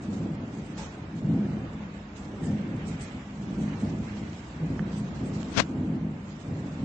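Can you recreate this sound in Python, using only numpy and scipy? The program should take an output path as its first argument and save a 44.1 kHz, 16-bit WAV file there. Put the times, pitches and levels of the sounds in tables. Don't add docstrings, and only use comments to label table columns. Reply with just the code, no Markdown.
import sys
import numpy as np
from scipy import signal
from scipy.fft import rfft, irfft
from scipy.io import wavfile

SR = 44100
rng = np.random.default_rng(int(sys.argv[2]) if len(sys.argv) > 2 else 0)


def pcm_store(signal):
    levels = np.round(np.clip(np.atleast_2d(signal), -1, 1) * 32767)
    wavfile.write(sys.argv[1], SR, levels.astype(np.int16).T)


def boost_factor(decibels):
    exponent = np.asarray(decibels, float) / 20
    return 10 ** exponent


N = 301644
LEFT_RIGHT = np.array([[1], [-1]])


def rms_one(x):
    return x / np.sqrt(np.mean(x ** 2) + 1e-20)


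def in_time(rows):
    t, *columns = np.transpose(rows)
    return [np.interp(np.arange(N) / SR, t, column) for column in columns]


def at_hz(points, hz):
    f, value = np.transpose(points)
    return np.interp(np.log(hz), np.log(f), value)


def bins_hz():
    return np.maximum(np.fft.rfftfreq(N, 1 / SR), 1)


def drift(rate_hz):
    r = np.exp(-80 * np.pi * rate_hz / SR)
    noise = rng.standard_normal(N // 40 + 2002)
    slow = signal.lfilter([1], [1, -2 * r, r * r], noise)[2000:]
    return np.interp(np.arange(N) / 40, np.arange(len(slow)), rms_one(slow))


def coloured(x, spectrum):
    hz = bins_hz()
    inside = (hz > spectrum[0][0]) & (hz < spectrum[-1][0])
    return irfft(rfft(x) * boost_factor(at_hz(spectrum, hz)) * inside, N)


# f/Hz, likeness (1 same, 0 unrelated, below 0 opposed)
PORT_LIKENESS = [(60, .9992), (100, .9988), (160, .9955), (230, .985), (340, .945), (560, .7), (980, .3),
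                 (1900, -.22), (3000, 0), (6500, .1), (8000, .3), (9500, .5)]
# f/Hz, left-right level/dB
PORT_BALANCE = [(300, 0), (560, -.5), (980, -1.5), (1700, -2.5), (3000, -4), (5200, -6.5), (9000, -8.5)]


def diffuse(spectrum, source=None):
    hz = bins_hz()
    if source is None:
        source = rng.standard_normal((2, N))
    mid, side = rfft(coloured(source, spectrum))
    alike = np.clip(at_hz(PORT_LIKENESS, hz), -1, 1)
    both = np.sqrt(1 + alike) * mid + np.sqrt(1 - alike) * side * LEFT_RIGHT
    out = irfft(both * boost_factor(at_hz(PORT_BALANCE, hz) / 2 * LEFT_RIGHT), N)
    return out / np.sqrt(np.mean(out.mean(axis=0) ** 2))


def grains(per_s, spread_db, channels):
    born = rng.random((channels, N)) < per_s / SR
    size = boost_factor(spread_db * np.minimum(rng.exponential(1, (channels, N)), 4))
    return born * size * rng.choice([-1, 1], (channels, N))


def swells(s, peak_db, rise, fall, hold):
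    late = np.arange(N) / SR - s[:, None]
    db = peak_db[:, None] + np.minimum(late, 0) * rise - np.maximum(late - hold, 0) * fall
    return np.sqrt(np.sum(boost_factor(db) ** 2, axis=0))


# peak t/s, peak level/dB, rise/dB per s, fall/dB per s,
# level feeding the boom relative to the broad noise/dB
MACHINE_STROKES = [(.13, -31.5, 41, 59, 2), (0.28, -28, 53, 25.5, 0), (.5, -37.5, 42, 25, 2),
                   (1.299, -24.5, 75, 28.5, 2.5), (1.56, -35, 63, 45, -1), (2.46, -26, 63, 25.5, 0),
                   (2.62, -30, 51, 45, -5), (3.14, -42.5, 195, 72, 8.5), (3.47, -36, 84, 11, 0.5),
                   (3.63, -31, 55, 52.5, 7), (3.87, -26.5, 103, 55, 1.5), (4.2, -34.5, 39, 31.5, -5.5),
                   (4.638, -28.5, 176, 20.5, 3.5), (5.239, -28.5, 52.5, 21.5, -2),
                   (5.76, -29, 154.5, 25, 6), (6.15, -38.5, 39, 37, 0.5), (6.50, -28, 204, 29.5, -10),
                   (6.84, -33.5, 76, 26., 3)]
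# f/Hz, relative level/dB per Hz
RUMBLE_COLOUR = [(35, -29.5), (60, -20), (100, -6.5), (170, -5), (260, -6.5), (380, -16), (600, -23.5),
                 (1000, -32.5)]
# f/Hz, width/Hz, level/dB before a common trim
ROOM_BOOM = [(94, 9.1, -5.5), (160.6, 17.1, 3.5), (204.8, 8.2, 8.5), (255, 9.2, 0), (306.3, 27.7, -4.5)]
# t/s, level/dB
DEEP_LEVEL = [(0, 1.5), (.6, -4), (1.3, -0.5), (2.2, -5), (2.9, 5), (3.6, 0.5), (4.1, 3), (4.8, 0.5),
              (5.6, -1), (6.2, -1.5), (6.84, 2.5)]


def rumble():
    hold_s, idle_db, deep_below_hz = 0.018, -50, 140.
    broad_trim_db, boom_trim_db = -5.0, -5.5
    broad = rms_one(diffuse(RUMBLE_COLOUR) * boost_factor(1.5 * drift(17.0)))
    s, peak_db, rise, fall, boom_db = np.transpose(MACHINE_STROKES)

    def stroked(db):
        strokes = swells(s, db, rise[:, None], fall[:, None], hold_s)
        return broad * np.hypot(boost_factor(idle_db), strokes)

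    out = boost_factor(broad_trim_db) * stroked(peak_db)
    boomy = stroked(peak_db + boom_db)
    for hz, width_hz, level_db in ROOM_BOOM:
        r = np.exp(-np.pi * width_hz / SR)
        poles = [1, -2 * r * np.cos(2 * np.pi * hz / SR), r * r]
        zeros = [(1 - r * r) / 2, 0, (r * r - 1) / 2]
        driven = boomy * boost_factor(3.15 * drift(1.57))
        out = out + boost_factor(level_db + boom_trim_db) * signal.lfilter(zeros, poles, driven)
    deep = signal.sosfiltfilt(signal.butter(2, deep_below_hz, fs=SR, output="sos"), out)
    return out + (boost_factor(in_time(DEEP_LEVEL)[0]) - 1) * deep


# t/s, level/dB
SCUFF_LEVEL = [(5.48, -63.5), (5.525, -42.5), (5.551, -36.5), (5.557, -33.5), (5.569, -26), (5.576, -17),
               (5.586, -15), (5.593, -19), (5.603, -8.5), (5.61, -25), (5.615, -27.5), (5.632, -39.5),
               (5.64, -52), (5.65, -68.5)]
# f/Hz, relative level/dB per Hz
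SCUFF_SPECTRUM = [(50, -24.5), (90, -11), (270, -2.5), (600, -10), (900, -13.5), (1200, -12), (1600, -12.5),
                  (2230, -14.5), (3000, -15), (3900, -17), (6250, -19.5), (8000, -34.5), (9600, -45),
                  (11000, -64.5)]


def scuff():
    bleed_hz, bleed_db = 4500., -32
    thump_hz, thump_db = 128, -5.5
    (level_db,) = in_time(SCUFF_LEVEL)
    t = np.arange(N) / SR
    touching = (t > SCUFF_LEVEL[0][0]) & (t < SCUFF_LEVEL[-1][0])
    clicks = coloured(grains(14000., 1.7, channels=1)[0], SCUFF_SPECTRUM)
    rub = rms_one(clicks * boost_factor(0.88 * drift(120.)))
    thump = signal.lfilter(*signal.butter(2, thump_hz, fs=SR), rub)
    bleed = boost_factor(bleed_db) * signal.lfilter(*signal.butter(4, bleed_hz, fs=SR), rub)
    return boost_factor(level_db) * touching * (np.array([rub, bleed]) + boost_factor(thump_db) * thump)


# t/s, strike level/dB, left-right level/dB, hardness/dB per octave about 2 kHz
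TICK_EVENTS = [(0.778, -35, 1, -9.5), (3.807, -45, 9, 1.5), (4.1704, -33.5, -7, -30), (4.3316, -41, -15, 6),
               (4.7937, -25, -8, -6.5), (4.931, -44.5, 4, 6.5), (5.4302, -42.5, -20.5, 8.5)]
# f/Hz, level/dB before chance and hardness, fall by 60 dB/s
RINGING_MODES = [(800, -30, .012), (1500, -10, 0.0064), (1780, -5, 0.0082), (2480, -16, 0.0087),
                 (3000, -4.5, 0.0077), (4400, -13, 0.0054), (6030, -13, 0.0025)]


def ticks():
    contact_s, halving_db = 0.00018, 6.5
    top_hz = 7500.
    s, strike_db, pan_db, hard_db = np.transpose(TICK_EVENTS)
    at, out = np.round(s * SR).astype(int), np.zeros((2, N))
    chance_db = rng.normal(0, 1.9, (len(at), len(RINGING_MODES)))
    phase = np.arange(64)[:, None] / (SR * contact_s * 2 ** (-hard_db / halving_db) + 1)
    press = np.sin(np.pi * np.minimum(phase + 1e-3, 1)) ** 2 + 1e-9 * (phase == 0)
    press = press / press.sum(axis=0)
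    for k, (hz, mode_db, t60) in enumerate(RINGING_MODES):
        level_db = strike_db + mode_db + chance_db[:, k] + hard_db * np.log2(hz / 2000)
        level_db = level_db + pan_db / 2 * LEFT_RIGHT
        clicks = np.full((2, N), 1e-18)
        clicks[:, at + np.arange(len(press))[:, None]] = press * boost_factor(level_db)[:, None]
        r, w = boost_factor(-60 / (t60 * SR)), 2 * np.pi * hz / SR
        out += signal.lfilter([0, np.sin(w)], [1, -2 * r * np.cos(w), r * r], clicks)
    out = signal.lfilter(*signal.butter(6, top_hz, fs=SR), out)
    t = np.arange(SR // 4) / SR
    walls = rng.standard_normal((2, len(t))) * boost_factor(-40 - 60 * t / 0.12) * (t > .006)
    return out + signal.fftconvolve(out, walls, axes=1)[:, :N]


# t/s, length/s, cavity f/Hz, level/dB
BOTTLE_SLIDES = [(.778, .12, 880, -49.5), (2.42, .12, 1800, -56), (3.58, .08, 760, -53)]


def slides():
    out, t = np.zeros((2, N)), np.arange(N) / SR
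    r = np.exp(-np.pi * 140. / SR)
    for s, length, hz, level_db in BOTTLE_SLIDES:
        resonator = [1, 0, -0.89, 1, -2 * r * np.cos(2 * np.pi * hz / SR), r * r]
        cavity = signal.sosfilt([resonator] * 2, rng.standard_normal(N))
        start = np.clip((t - s) / 0.0025, 0, 1)
        fade = np.clip(1 - (t - s) / length, 0, 1) ** .5
        out += boost_factor(level_db) * rms_one(cavity) * start * fade
    return out


# peak t/s, peak level/dB, fade/dB per s, body below the split relative to the peak/dB
HANDLING = [(0.028, -64.5, 140, 6.5), (0.125, -63.5, 71.5, 7), (.65, -52.5, 150, -18),
            (0.783, -66.5, 99, 18), (1.166, -69.5, 179, 9.5), (2.169, -75, 81, 17.5),
            (2.439, -42, 111.5, -13), (2.759, -60, 156, -14), (2.87, -51, 97.5, -3),
            (3.014, -39, 103, -13.5), (3.419, -68, 120, 2.5), (3.608, -49, 108, -9.5),
            (3.80, -51, 145, -11), (4.34, -70, 123, 12.5), (4.924, -73, 109, 18), (4.975, -50, 117, -26),
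            (5.26, -45.5, 174, -19), (5.51, -50, 116, -8.5), (6.40, -80, 61, 13), (6.58, -65, 57, -9)]
# t/s, level/dB
FAINT_RUSTLE = [(0, -79.5), (.6, -63), (.76, -65), (.9, -83), (1.4, -76), (2.1, -69.5), (2.7, -76),
                (3.2, -64.5), (4.3, -60.5), (4.6, -67), (5.4, -58.5), (5.7, -65.5), (6.05, -74.5),
                (6.3, -66), (6.84, -64)]
# f/Hz, relative level/dB per Hz
RUSTLE_COLOUR = [(600, -18.5), (1300, -14.5), (2500, 13), (4500, 11.5), (7000, 12.5), (8300, 11.5),
                 (9500, -24.5), (10500, -42)]


def rustles():
    split_hz, rise = 8400, 798.5
    s, peak_db, fade, body_db = np.transpose(HANDLING)
    faint = boost_factor(in_time(FAINT_RUSTLE)[0] + 2.0 * drift(11.0))
    crisp = swells(s, peak_db, rise, fall=703, hold=0.023)
    body = swells(s, peak_db + body_db, rise, fade[:, None], hold=0.011)
    rubbing = boost_factor(1.6 * drift(31.0)) * diffuse(RUSTLE_COLOUR, grains(6000., 0.97, channels=2))
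    low = signal.sosfiltfilt(signal.butter(6, split_hz, fs=SR, output="sos"), rubbing)
    return np.hypot(faint, body) * low, crisp * (rubbing - low)


# t/s, level/dB
MID_HISS_LEVEL = [(0, -66.5), (.5, -60.5), (1.2, -67.5), (1.55, -63), (1.65, -58), (1.9, -64), (2.3, -66),
                  (2.6, -58), (3.0, -58), (3.4, -62.5), (3.7, -59), (4.0, -65), (4.1, -53.5), (4.25, -59),
                  (4.6, -66.5), (5.4, -65.5), (6.0, -64.5), (6.84, -62)]
# f/Hz, relative level/dB per Hz
MID_HISS_COLOUR = [(1000, -26), (1500, -1.5), (2100, 0), (2900, -5), (3600, -14.5), (5000, -31)]


def mid_hiss():
    return boost_factor(in_time(MID_HISS_LEVEL)[0] + 2.0 * drift(7.2)) * diffuse(MID_HISS_COLOUR)


# t/s, level/dB before the lift, lift of its treble/dB
WASH_LEVEL = [(0, -44.5, 2.5), (.6, -43, -1), (.765, -47, 7.5), (.785, -40, 3), (.9, -41, 0),
              (1.15, -46.5, 3.5), (1.4, -45.5, 4.5), (1.56, -46, 5), (1.65, -41.5, -1), (1.9, -44.5, 2),
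              (2.15, -44, -0.5), (2.36, -43, 0.5), (2.6, -44.5, 3.5), (2.9, -41.5, 0), (3.3, -45, 2),
              (3.45, -44, 0.5), (3.8, -41.5, 2), (4.0, -42, -1), (4.1, -43, 3), (4.2, -45.5, 3),
              (4.5, -45, 3.5), (4.85, -41.5, 0.5), (5.45, -41.5, 0.5), (5.8, -42, -3), (6.1, -43, -3.5),
              (6.4, -45.5, 2.5), (6.84, -42, 0)]
# f/Hz, relative level/dB per Hz
AIR_COLOUR = [(30, -11), (60, 6.5), (150, 0.5), (400, -6.5), (700, -8.5), (1200, -12), (2200, -18),
              (4000, -28), (5600, -34), (7000, -35.5), (7800, -35), (8300, -63), (10500, -84)]


def ventilation():
    gust_hz = 1310
    level_db, lift_db = in_time(WASH_LEVEL)
    air = boost_factor(level_db + .5 * drift(5.6)) * diffuse(AIR_COLOUR)
    treble = signal.sosfiltfilt(signal.butter(1, gust_hz, "high", fs=SR, output="sos"), air)
    return air + (boost_factor(lift_db) - 1) * treble


# f/Hz, share of short gaps left, share right
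TREBLE_GAPS = [(800, .03, .03), (1200, .1, .09), (2000, .2, .15), (3500, .4, .32), (5500, .58, .42),
               (8000, .72, .48)]


def flicker(x, width_hz=88., depth_db=-30.):
    edge_hz, edge_wavers_hz = 8050, 280
    hz, s, cells = signal.stft(x, SR, nperseg=2048)
    pairs = len(s) // 2 + 1
    strip = (hz / width_hz).astype(int)
    chance = rng.random((2, strip[-1] + 1, pairs)).repeat(2, axis=2)[:, strip, :len(s)]
    chance[1] = np.where(strip[:, None] % 2, chance[0], chance[1])
    gap_hz, *sides = np.transpose(TREBLE_GAPS)
    share = np.array([np.interp(hz, gap_hz, side, left=0) for side in sides])[:, :, None]
    open_ = 1 / (1 + np.exp((share - chance) / .02))
    gain = (open_ + (1 - open_) * boost_factor(depth_db)) / np.sqrt(1 - np.minimum(share, .9))
    edge = edge_hz + edge_wavers_hz * rng.standard_normal(pairs).repeat(2)[:len(s)]
    return signal.istft(cells * gain * (hz[:, None] < edge), SR, nperseg=2048)[1][:, :N]


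def scene():
    body, crisp = rustles()
    background = flicker(ventilation() + mid_hiss() + body) + crisp
    return rumble() + scuff() + ticks() + slides() + background


def top_cut(x):
    return signal.sosfilt(signal.butter(12, 9710, fs=SR, output="sos"), x)


def record(dry):
    mix = .7 * np.tanh(dry / .7)
    return top_cut(mix)


dry = scene()
out = record(dry)
pcm_store(out)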